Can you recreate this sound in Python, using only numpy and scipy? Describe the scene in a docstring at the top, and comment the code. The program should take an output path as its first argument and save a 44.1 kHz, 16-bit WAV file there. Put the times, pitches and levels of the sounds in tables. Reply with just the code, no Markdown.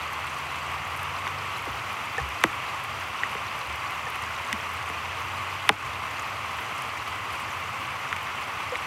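"""From the first moment heavy rain washes over a forest creek: a filtered noise bed, click patter and spray,
pings, spits and fine ticks. A far motor, built from two engine orders, pulls up over a low rumble; a faint
sine hum ends at 1.7 s. From 1.3 s fat drops smack a cover as downward sweeps, amid sagging plops, knocks
and bumps made of dying modes. Near 3 s the motor drops to a lower speed, then pulls up again to the end.
At 5.7 s the loudest smack makes the limiter duck; softer smacks and a last plop follow after 8 s."""
import sys
import numpy as np
from scipy import signal
from scipy.fft import rfft, irfft
from scipy.io import wavfile
from scipy.ndimage import uniform_filter1d, minimum_filter1d

SR = 44100
rng = np.random.default_rng(int(sys.argv[2]) if len(sys.argv) > 2 else 0)


def inscribe(sig):
    """Save sig as 16-bit PCM at rate SR to the path in sys.argv[1].

    A 1-D sig is mono; a 2-D sig holds one channel per row.
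    Samples are clipped to [-1, 1] before scaling.
    """
    pcm = np.round(np.clip(np.atleast_2d(sig).T, -1, 1) * 32767)
    wavfile.write(sys.argv[1], SR, pcm.astype(np.int16))


N = 390726  # length in samples


# Tone of the rain on water and leaves: f/Hz, relative level/dB per Hz
RAIN_SPECTRUM = [(180, -12.5), (370, -12.5), (560, -10), (800, -5), (1300, -3), (1650, -8.5), (2050, -5),
                 (2650, -4.5), (3200, -11), (3700, -18.5), (5000, -23), (7500, -26.5), (11000, -33.5),
                 (15800, -41.5)]
# Resonances that colour the rain: f/Hz, width/Hz, lift/dB
RAIN_RESONANCES = [(1109, 283, 7), (2054, 130, 2.5), (4730, 520, 2), (5990, 100, 7), (7100, 400, 0.5),
                   (9230, 580, 2.5), (11300, 400, 3.5), (12760, 1200, 8)]
WASH_DB, SPRAY_DB = -33, -60.5  # rms levels


def rain(patter_db=-10.5):
    """Countless far drops merge into a wash; nearer ones patter on leaves and prickle on the water."""
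    flicker_db = 0.58 * drift(27)
    wash = colour(rng.standard_normal(N), RAIN_SPECTRUM, RAIN_RESONANCES) * from_db(flicker_db)
    # each leaf answers in its own pitch range
    leaves = sum(band(impacts(per_s=70, spread_db=3.8), hz / 1.21, hz * 1.24)
                 for hz in np.geomspace(500, 5000, num=9))
    # patter level is relative to the wash
    patter = from_db(patter_db) * colour(leaves, RAIN_SPECTRUM, RAIN_RESONANCES)
    # fine drops arrive in small flurries
    flurry = from_db(4.0 * drift(10))
    fine = sum(band(impacts(per_s=240 * flurry, spread_db=5.5), hz / 2.23, hz * 1.9)
               for hz in np.geomspace(5500, 13000, num=3))
    spray = from_db(SPRAY_DB) * colour(fine, RAIN_SPECTRUM, RAIN_RESONANCES)
    return from_db(WASH_DB) * (wash + patter) + spray


def plinks(per_s=45, plink_db=-35.5, spread_db=1.0, cycles=3.5, tilt_db=-3.0):
    """Drops on nearby leaves and stones: brief pings of any pitch, the higher ones weaker."""
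    out, t = np.zeros(N), np.arange(SR // 40) / SR
    for when, pitch, size in rng.random((int(per_s * N / SR), 3)):
        octaves = 2.6 * pitch
        hz = 1400 * 2 ** octaves
        db = plink_db + tilt_db * octaves + spread_db * min(-np.log(1 - size), 4)
        # the swell peaks after a fixed number of cycles
        ping = swell(t, cycles / hz) * np.sin(2 * np.pi * hz * t)
        add(out, when * N / SR, from_db(db) * ping)
    return out


def splashes(per_s=45, splash_db=-48.0, spread_db=3.0, scatter_s=0.0041):
    """Drops shatter on the nearby rocks, each into a short spit of droplets made of band-passed noise."""
    out, t = np.zeros(N), np.arange(SR // 20) / SR
    for when, pitch, size, length in rng.random((int(per_s * N / SR), 4)):
        hz = 3800 * 3.4 ** pitch
        db = splash_db - 5 * pitch + spread_db * min(-np.log(1 - size), 3.5)
        spit = swell(t, scatter_s * (0.18 + length)) * rng.standard_normal(len(t))
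        add(out, when * N / SR, from_db(db) * band(spit, hz / 1.25, hz * 1.25))
    return out


# Tone of a smack: f/Hz, relative level/dB
SMACK_TONE = [(70, -7), (170, 0.5), (290, -3.5), (620, -2), (1050, 3), (2000, 3.5), (3300, -1),
              (4200, -10.5), (7000, 8)]
# What the cover rings with: f/Hz, width/Hz, lift/dB
COVER_MODES = [(218, 40, 2), (306, 18, 4), (428, 53, 6), (1060, 160, 3.5), (1950, 92, 5), (3620, 170, 9)]


def cover_response(hz):
    """The struck cover lifts and rings its own modes and loses the deepest bass."""
    points_hz, points_db = np.transpose(SMACK_TONE)
    response = from_db(np.interp(np.log(hz), np.log(points_hz), points_db))
    response = response * hz / (hz + 30)
    for mode in COVER_MODES:
        response = response * resonance(hz, *mode)
    return response


# Returns of the wave from the cover's rim: delay/s, gain (linear), top edge f/Hz
RIM_RETURNS = [(.0019, 0.29, 3200), (.0038, 0.67, 2240), (0.011, 0.25, 900), (0.02, 0.2, 500)]


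def rim_response(hz):
    """The wave comes back from the rim late and duller."""
    return sum(gain * np.exp(-2j * np.pi * hz * delay_s) / (1 + (hz / edge_hz) ** 2)
               for delay_s, gain, edge_hz in RIM_RETURNS)


# Fat drops on the cover: t/s, peak level/dB before the splash and the final filters, hardness (0-1),
# relative bass lift/dB, splash level/dB before its band-pass, f/Hz that the struck spot favours
COVER_DROPS = [(1.2682, -18.5, .1, -2, -46, 1160), (1.2765, -19.5, 1, -6, -36, 1000),
               (2.4377, -3.5, .5, 0.5, -16, 330), (3.2336, -11, .1, -15, -45, 1880),
               (3.351, -21, .4, 6, -50, 480), (4.5278, -13.5, 0.9, -26, -23, 1953),
               (4.8993, -22, .5, 6, -38, 742), (5.691, 1.3, 0.8, -2.5, -15, 823),
               (8.127, -13, .15, -13.5, -40, 1343), (8.1640, -18, .5, -20, -34, 2350),
               (8.7554, -16, .5, -21, -44, 2230)]
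SOFT_TOP_HZ, HARD_OCTAVES = 2200, 0.73  # top edge at hardness 0, and its rise at hardness 1
SWEEP_CYCLES, SWEEP_CYCLES_PER_DB = 3.8, 0.1  # sweep at 0 dB, and its change with level


def smacks(bass_hz=1350, spot_db=10.0, spot_q=11.0, splash_s=0.00057,
           splash_low_hz=4400, splash_high_hz=11800):
    """Short bending waves run fastest, so a click reaches the microphone as a quick downward sweep."""
    out, hz = np.zeros(N), np.maximum(np.arange(4097) * SR / 8192, 1)
    t = np.arange(SR // 50) / SR
    cover, returns = cover_response(hz), rim_response(hz)
    bass = 1 / (1 + (hz / bass_hz) ** 6)
    for s, peak_db, hardness, bass_db, splash_db, spot_hz in COVER_DROPS:
        # a harder drop is brighter and rebounds more; a louder one sweeps longer
        top_hz = SOFT_TOP_HZ * 2 ** (HARD_OCTAVES * hardness)
        softness = 1 / np.sqrt(1 + (hz / top_hz) ** 8)
        cycles = SWEEP_CYCLES + SWEEP_CYCLES_PER_DB * peak_db
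        lag = 2 * np.pi * cycles * np.log1p(hz / 30)  # phase lag in radians
        direct = np.exp(-1j * lag)
        # returns are more spread out than the direct wave
        rebound = hardness * returns * np.exp(-1.3j * lag)
        spot = resonance(hz, spot_hz, spot_hz / spot_q, spot_db) * from_db(bass_db * bass)
        smack = irfft(cover * (direct + rebound) * softness * spot)
        add(out, s, from_db(peak_db) * smack / np.abs(smack).max())
        # the drop itself shatters in a brief hiss
        hiss = swell(t, splash_s) * rng.choice([-1, 1], len(t))
        add(out, s, from_db(splash_db) * band(hiss, splash_low_hz, splash_high_hz))
    return out


# The clearest tiny drops close by: t/s, level/dB before trim and band-pass, f/Hz
CLEAR_TICKS = [(1.0306, -30, 10000), (2.180, -29, 5800), (2.2891, -35, 12000), (3.908, -34, 10500),
               (4.1013, -34.5, 12000), (4.158, -34, 10000), (4.223, -34, 9000), (4.2372, -29, 4800),
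               (6.196, -31, 6500), (6.821, -27.5, 8800)]
# fainter ones fall at random: rate, level before trim and band-pass, lowest pitch, pitch range
FAINT_TICKS_PER_S, FAINT_TICK_DB, FAINT_TICK_HZ, FAINT_TICK_OCTAVES = 2.4, -37.5, 7000, .85


def ticks(trim_db=2.5, burst_s=0.00048, width=1.29):
    """A tiny drop bursts in a few milliseconds of bright hiss."""
    out, t = np.zeros(N), np.arange(SR // 50) / SR
    faint = [(when * N / SR, FAINT_TICK_DB, FAINT_TICK_HZ * 2 ** (FAINT_TICK_OCTAVES * pitch))
             for when, pitch in rng.random((int(FAINT_TICKS_PER_S * N / SR), 2))]
    for s, db, hz in CLEAR_TICKS + faint:
        burst = swell(t, burst_s) * rng.standard_normal(len(t))
        add(out, s, from_db(db + trim_db) * band(burst, hz / width, hz * width))
    return out


# Dull plops: t/s, starting f/Hz, envelope level/dB, time until the pitch has halved/s
DULL_PLOPS = [(1.668, 950, -31.5, .007), (4.531, 250, -31, .09), (8.721, 520, -25.5, .35)]


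def plops(swell_s=0.0066):
    """Soft blows: one sagging pitch each, quickly swelling and dying."""
    out, t = np.zeros(N), np.arange(SR // 3) / SR
    for s, hz, db, halving_s in DULL_PLOPS:
        tone = np.sin(falling(t, hz, halving_s))
        add(out, s, from_db(db) * swell(t, swell_s) * tone)
    return out


# Light hollow knocks close by: t/s, level/dB applied to the summed modes
HOLLOW_KNOCKS = [(2.181, -20), (4.068, -28)]
# What they ring with: f/Hz, relative level/dB, swell/s
HOLLOW_MODES = [(1780, 0, 0.003), (790, -7.5, 0.007), (480, -8, 0.0038)]


def knocks():
    """Each light knock excites the same three hollow modes."""
    return blows(HOLLOW_KNOCKS, HOLLOW_MODES)


# Soft low bumps: t/s, level/dB applied to the summed modes
LOW_BUMPS = [(1.69, -40), (2.199, -31.5), (3.67, -44), (5.84, -41)]
# What they ring with: f/Hz, relative level/dB, swell/s
LOW_MODES = [(69.3, 0.5, 0.025), (126, -1, .013)]


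def bumps():
    """Each soft bump excites the same two low modes."""
    return blows(LOW_BUMPS, LOW_MODES)


# Far motor pulling up through two gears: t/s, speed f/Hz (turns per second) before a slight wander
MOTOR_SPEED = [(0, 15.1), (1.5, 19), (2.7, 24.7), (3.2, 13.6), (4.3, 16), (6, 19.6), (7, 21.4),
               (8.86, 24.4)]
# Audible multiples of the motor's speed: order number
ENGINE_ORDERS = (4, 5)
# One entry for each order: level/dB at the boom
ENGINE_ORDER_DB = (-50, -43.5)
BOOM_HZ, BOOM_WIDTH_HZ = 88.4, 12.8  # exhaust resonance


def motor(t):
    """Only the lowest engine orders carry this far, each swelling as it passes the exhaust boom."""
    turns = np.interp(t, *np.transpose(MOTOR_SPEED)) * (1 + 0.0032 * drift(2.3))
    angle = 2 * np.pi * np.cumsum(turns) / SR
    out = np.zeros(N)
    for order, db in zip(ENGINE_ORDERS, ENGINE_ORDER_DB):
        boom = 1 / np.hypot(1, 2 * (order * turns - BOOM_HZ) / BOOM_WIDTH_HZ)
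        out += from_db(db) * boom * np.sin(order * angle)
    return out


def hum(t, hz=143, level_db=-50, end_s=1.7, fade_s=0.28):
    """A faint steady sine that fades out at its end."""
    fade = np.clip((end_s - t) / fade_s, 0, 1)
    return from_db(level_db) * fade * np.sin(2 * np.pi * hz * t)


# Tone of the distant rumble: f/Hz, relative level/dB per Hz
RUMBLE_SPECTRUM = [(25, -20), (38, -22), (52, -15), (68, -4.5), (90, -1), (130, -1.5), (175, -14),
                   (260, -27)]


def rumble(level_db=-49.0):
    """Distant low rumble: noise shaped to a bass band."""
    return from_db(level_db) * colour(rng.standard_normal(N), RUMBLE_SPECTRUM)


def distance():
    """Motor and hum waver together in level over the steady rumble."""
    t = np.arange(N) / SR
    tones = motor(t) + hum(t)
    return tones * from_db(drift(4.6)) + rumble()


def blows(events, modes):
    """Every blow on a body sets the same few modes swelling and dying."""
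    out, t = np.zeros(N), np.arange(SR // 3) / SR
    ring = sum(from_db(db) * swell(t, swell_s) * np.sin(2 * np.pi * hz * t) for hz, db, swell_s in modes)
    for s, db in events:
        add(out, s, from_db(db) * ring)
    return out


def resonance(hz, centre_hz, width_hz, lift_db):
    """Response that lifts one band and lets it ring."""
    return 1 + (from_db(lift_db) - 1) / (1 + 2j * (hz - centre_hz) / width_hz)


def falling(t, hz, halving_s):
    """Phase of a tone that starts at hz and sags, halved after halving_s."""
    return 2 * np.pi * hz * halving_s * np.log1p(t / halving_s)


def swell(t, peak_s):
    """Envelope that rises to 1 at peak_s and dies away."""
    return t / peak_s * np.exp(1 - t / peak_s)


def impacts(per_s, spread_db):
    """Clicks at random moments: many small ones, few large."""
    sizes = from_db(spread_db * np.minimum(rng.exponential(1, N), 4)) * rng.choice([-1, 1], N)
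    return sizes * (rng.random(N) < per_s / SR)


def drift(rate):
    """Slow random wander of rms 1, changing about rate times a second."""
    hz = np.arange(N // 2 + 1) * SR / N
    return rms_one(irfft(rfft(rng.standard_normal(N)) / (1 + (hz / rate) ** 2), N))


def colour(x, spectrum, peaks=()):
    """Filter x by a smooth spectrum with resonances on top; rms 1."""
    hz = np.maximum(np.arange(N // 2 + 1) * SR / N, 1)
    points_hz, points_db = np.transpose(spectrum)
    db = np.interp(np.log(hz), np.log(points_hz), points_db)
    # beyond either end the level falls by 24 dB per octave
    octaves_below = np.maximum(np.log2(points_hz[0] / hz), 0)
    octaves_above = np.maximum(np.log2(hz / points_hz[-1]), 0)
    db -= 24 * (octaves_below + octaves_above)
    for centre_hz, width_hz, lift_db in peaks:
        db += lift_db / (1 + (2 * (hz - centre_hz) / width_hz) ** 2)
    return rms_one(irfft(rfft(x) * from_db(db), N))


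def band(x, low_hz, high_hz):
    """Gentle causal band-pass."""
    sos = signal.butter(2, [low_hz, min(high_hz, SR * .45)], "band", fs=SR, output="sos")
    return signal.sosfilt(sos, x + 1e-18)


def add(out, s, sound):
    """Mix a short sound in at time s."""
    at = int(np.clip(round(s * SR), 0, N - 1))
    out[at:at + len(sound)] += sound[:N - at]


def from_db(db):
    """Decibels to gain."""
    return 10 ** (np.asarray(db) / 20)


def rms_one(x):
    """Scale to rms 1."""
    return x / np.sqrt(np.mean(x ** 2) + 1e-20)


def limiter(x, ceiling_db=-2.0, hold_s=0.09, release_db_per_s=60.0):
    """Peaks over the ceiling pull the gain down at once; it holds, then recovers."""
    over_db = np.maximum(20 * np.log10(np.abs(x) + 1e-9) - ceiling_db, 0)
    half = int(hold_s * SR / 2)
    # the largest overshoot within the hold time
    held_db = -minimum_filter1d(-over_db, size=2 * half + 1, origin=half)
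    # a running maximum against a ramp gives a straight-line release
    ramp_db = release_db_per_s * np.arange(N) / SR
    cut_db = np.maximum.accumulate(held_db + ramp_db) - ramp_db
    return x * from_db(-uniform_filter1d(cut_db, size=16))


def scene(top_hz=13800):
    """Everything at one microphone; the bursts of close drops thin out at the very top."""
    soften = signal.butter(3, top_hz, fs=SR, output="sos")
    close = signal.sosfilt(soften, smacks() + ticks())
    dull = plops() + knocks() + bumps()
    return (rain() + plinks() + splashes() + distance() + close + dull)[None]


def record(dry, bass_cut_hz=48, top_cut_hz=15900):
    """The microphone sheds deep bass, the limiter acts, the top is cut."""
    bass_cut = signal.butter(4, bass_cut_hz, "high", fs=SR, output="sos")
    top_cut = signal.ellip(12, .1, 80, top_cut_hz, fs=SR, output="sos")
    limited = limiter(signal.sosfilt(bass_cut, dry[0]))
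    return signal.sosfilt(top_cut, limited)[None]


dry = scene()
out = record(dry)
inscribe(out)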